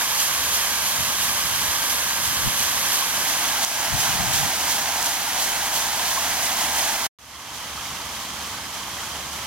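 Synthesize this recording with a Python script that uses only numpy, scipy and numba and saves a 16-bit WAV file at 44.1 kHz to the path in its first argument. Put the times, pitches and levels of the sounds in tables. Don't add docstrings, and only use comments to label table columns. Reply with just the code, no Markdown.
import sys
import numpy as np
from scipy import signal
from scipy.fft import rfft, irfft
from scipy.io import wavfile
from numba import njit

SR = 44100
rng = np.random.default_rng(int(sys.argv[2]) if len(sys.argv) > 2 else 0)


def file_out(sig):
    cols = np.atleast_2d(sig).T
    lim = np.clip(cols, -1, 1)
    pcm = np.round(lim * 32767).astype(np.int16)
    wavfile.write(sys.argv[1], SR, pcm)


N = 417186
T = np.arange(N) / SR
HZ = np.maximum(np.fft.rfftfreq(N, 1 / SR), 1)
CUT_S, RESUME_S = 7.0655, 7.187


def undb(db):
    return 10 ** (np.asarray(db) / 20)


def curve(rows):
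    return np.interp(T, *np.transpose(rows))


def colour(hz, db):
    return undb(np.interp(np.log(HZ), np.log(hz), db))


def unit(x):
    return x / np.std(x)


def walk(rate_hz):
    bin_hz = np.arange(len(HZ)) * SR / N
    lowpass = 1 / (1 + (bin_hz / rate_hz) ** 4)
    return unit(irfft(rfft(rng.standard_normal(N)) * lowpass, N))


def drops(rate_hz, spread_db):
    size = undb(spread_db * np.minimum(rng.exponential(size=N), 4))
    hits = rng.random(N) < rate_hz / SR
    return unit(hits * size * rng.choice([-1, 1], N))


def bubbles(rate_hz, cycles, count=24):
    out = np.zeros(N)
    for hz in np.geomspace(600, 5000, count):
        age_s = np.arange(int(cycles * SR / hz)) / SR
        life = age_s * hz / cycles
        decay = np.exp(-np.log(100) * life)
        ring = np.sin(2 * np.pi * hz * age_s * (1 + .08 * life)) * decay
        band = signal.oaconvolve(drops(rate_hz, spread_db=4), ring)[:N]
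        out += np.sqrt(hz) * unit(band)
    return unit(out)


def splashes(rise_s, fall_s, count=24):
    # (first splash [s], bucket period [s])
    near_buckets = (0.2004, .346)
    far_buckets = (7.565, .296)
    # (time [s], envelope level [dB])
    landing = [(0.2, -.3), (1.7, -5.5), (2.6, -2.3), (3.2, -4), (3.9, .5), (5.5, 0), (6.9, -4.5), (9.4, -4)]
    sway_s, sway_period_s, latest_at_s = 0.023, 6.5, 5.6
    fill_spread_db = .8
    near, far = (first + period * np.arange(count) for first, period in (near_buckets, far_buckets))
    near = near + sway_s * np.cos(2 * np.pi * (near - latest_at_s) / sway_period_s)
    times_s = np.r_[near[near < CUT_S], far[far < T[-1]]]
    fills = undb(fill_spread_db * rng.standard_normal(2 * count))
    power = np.zeros(N)
    for start_s, fill in zip(times_s, fills):
        age_s = T - start_s
        rise = np.exp(-(age_s / rise_s) ** 2)
        fall = np.exp(-np.abs(age_s) / fall_s)
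        power += fill ** 2 * np.where(age_s < 0, rise, fall)
    return np.sqrt(power) * undb(curve(landing))


def water(splash, churn, splash_hz=2800):
    hiss = 0.78 * rng.standard_normal(N)
    patter = .46 * drops(6000, spread_db=3.0)
    steady = hiss + patter + 0.17 * bubbles(30, cycles=19.3)
    spray = 1.18 * splash * drops(9000, spread_db=3.2)
    highpass = 1 / (1 + (splash_hz / HZ) ** 4) ** .5
    return rfft(steady * churn) + rfft(spray) * highpass


def presence():
    step_mid_s, step_length_s = 3.4, 0.76
    stepped = np.clip((T - step_mid_s) / step_length_s + .5, 0, 1)
    far = T > RESUME_S
    return np.array([1 - stepped, stepped * ~far, far])


def waterwheel():
    # (frequency [Hz], behind sign [dB per Hz], under wheel [dB per Hz], far off [dB per Hz])
    rush = [(30, -80, -74.5, -89), (60, -71, -76, -69.5), (275, -68.5, -67.0, -69.5),
            (404, -74.5, -73, -76.5), (532, -67, -69.5, -73), (703, -66.0, -59.5, -70),
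            (895, -61.5, -57.5, -66), (1144, -61.5, -62.0, -64.5), (1406, -65.5, -64, -70.5),
            (2420, -64.5, -65, -72.5), (5050, -64, -65, -73), (8000, -65.0, -66, -77.0),
            (12500, -64.5, -67.5, -78), (15500, -75.5, -72.5, -86.0)]
    # (left port lag [ms], direct power share [0-1], direct sound lost above [Hz])
    standpoints = [(0.071, 0.6, 21000), (.054, 0.53, 9900), (0.016, 0.2, 11000)]
    # (centre [Hz], width [Hz], behind sign [dB], under wheel [dB], far off [dB])
    resonances = [(1130, 160, 2, -1, -1.5), (1612, 217, 6.5, 4.5, 0.5), (2070, 260, 1, 2, 1.5),
                  (3160, 360, 4.5, 3.5, 6), (6270, 1100, 4.5, 4.5, 5)]
    # (frequency [Hz], left minus right [dB])
    balance_db = [(60, -2.5), (700, 0.2), (1300, -2), (2400, -3.5), (4400, -3), (8100, -2.5), (15000, 0.5)]
    # (frequency [Hz], extra left lag [rad])
    port_phase = [(750, 0.032), (1050, 0.19), (1450, 0.72), (2100, 0.21), (2800, 0.21), (3700, 0)]
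    # (time [s], level [dB])
    flow = [(0, 0.45), (2.2, 0.1), (2.9, 1.06), (4.3, 1.3), (5.3, -0.2), (6.4, 0.83), (7.6, 0.4),
            (8.2, 0.75), (9.4, 0.8)]
    flow_trim_db = -0.51

    clumps = undb(1.0 * walk(60))
    splash = splashes(rise_s=.026, fall_s=0.041) * clumps
    churn = undb(0.4 * walk(6.3) + 0.32 * walk(45))
    direct, around, across = (water(splash, churn) for _ in range(3))

    sides = np.array([[1], [-1]])
    likeness = np.sinc(HZ / 5200) / (1 + (HZ / 5000) ** 2)
    common = around * np.sqrt((1 + likeness) / 2)
    opposed = across * np.sqrt((1 - likeness) / 2)
    diffuse = common + sides * opposed
    mismatch = np.exp(-.5j * sides * np.interp(HZ, *np.transpose(port_phase)))
    balance = mismatch * colour(*np.transpose(balance_db)) ** (sides / 2)

    weights = presence()
    hz, *spectra_db = np.transpose(rush)
    out = 0
    for k, (lag_ms, direct_share, lost_hz) in enumerate(standpoints):
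        ringing_db = sum(dbs[k] / (1 + (2 * (HZ - centre) / width) ** 2)
                         for centre, width, *dbs in resonances)
        share = direct_share / (1 + (HZ / lost_hz) ** 8)
        port_lag = np.exp(-1j * np.pi * HZ * sides * lag_ms / 1000)
        field = np.sqrt(share) * direct * port_lag + np.sqrt(1 - share) * diffuse
        shaped = field * balance * undb(ringing_db) * colour(hz, spectra_db[k])
        out = out + weights[k] * irfft(shaped, N)
    return out * np.sqrt(SR / 2) * undb(curve(flow) + flow_trim_db)


def gulps(cycles=9, glide=0.034):
    # (time [s], peak [dB], starting pitch [Hz])
    bursts = [(3.023, -22, 1026), (5.994, -23, 950), (6.172, -19, 1014), (7.775, -32, 1210),
              (8.985, -31, 1840), (9.03, -30, 1360)]
    out = np.zeros(N)
    age_s = np.arange(SR // 10) / SR
    for start_s, db, hz in bursts:
        life, start = age_s * hz / cycles, int(start_s * SR)
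        swell = 2 * life * np.exp(1 - 2 * life)
        ring = np.sin(2 * np.pi * hz * age_s * (1 + glide * life))
        out[start:start + len(age_s)] += undb(db) * swell * ring
    return out


def wind(low_hz=55, high_hz=190, breeze_db=-58, buffet_db=4, eddies_per_s=20):
    # (time [s], half length to 1/e [s], left [dB], right [dB])
    gusts = [(1.0, 0.055, -43.5, -35), (1.45, 0.39, -44, -43), (2.4, 0.29, -41, -40.5),
             (2.466, .04, -32, -24.5), (3.938, 0.06, -27.5, -46), (4.21, .1, -25.5, -48),
             (4.423, 0.063, -31, -32)]
    band = 1 / np.sqrt((1 + (low_hz / HZ) ** 6) * (1 + (HZ / high_hz) ** 8))
    eddies = []
    for _ in range(2):
        rumble = irfft(rfft(rng.standard_normal(N)) * band, N)
        eddies.append(unit(rumble * undb(buffet_db * walk(eddies_per_s))))
    force = sum(undb(dbs)[:, None] * np.exp(-((T - mid_s) / half_s) ** 2)
                for mid_s, half_s, *dbs in gusts)
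    return np.array(eddies) * (force + undb(breeze_db))


def strikes(ring_hz=6300, decay_s=0.00025, left_db=-6):
    # (time [s], right port peak before the limiter [dB])
    hits = [(1.9212, -12), (2.2358, -12), (3.649, 6), (5.028, -1)]
    tick = np.zeros(N)
    age_s = np.arange(SR // 100) / SR
    ring = np.cos(2 * np.pi * ring_hz * age_s) * np.exp(-age_s / decay_s)
    for start_s, db in hits:
        start = int(start_s * SR)
        tick[start:start + len(age_s)] += undb(db) * ring
    return tick * np.array([[undb(left_db)], [1]])


def hum():
    hum_hz, waver_hz = 73.4, 1.7
    rms_db, waver_db = -53.2, 2.5
    phase = 2 * np.pi * np.cumsum(hum_hz + waver_hz * walk(3.76)) / SR
    return np.sqrt(2) * np.sin(phase) * undb(rms_db + waver_db * walk(2.8))


def scene():
    return waterwheel() + gulps() + wind() + hum() + strikes()


@njit
def limiter(peak, ceiling, release_s):
    gain, g = np.empty(len(peak)), 1.
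    for i in range(len(peak)):
        recovered = g + (1 - g) / (release_s * SR)
        g = min(recovered, ceiling / (peak[i] + 1e-9))
        gain[i] = g
    return gain


def record(dry):
    ramp_s, top_hz = 0.62, 15900
    held = dry * limiter(np.abs(dry).max(axis=0), ceiling=.82, release_s=0.11)
    closing = np.exp(-np.maximum(T - CUT_S, 0) / 0.003)
    opening = (T > RESUME_S) * np.clip(0.16 + (T - RESUME_S) / ramp_s, 0, 1)
    lowpass = signal.ellip(12, .1, 80, top_hz, fs=SR, output="sos")
    return signal.sosfilt(lowpass, held * (closing + opening))


dry = scene()
out = record(dry)
file_out(out)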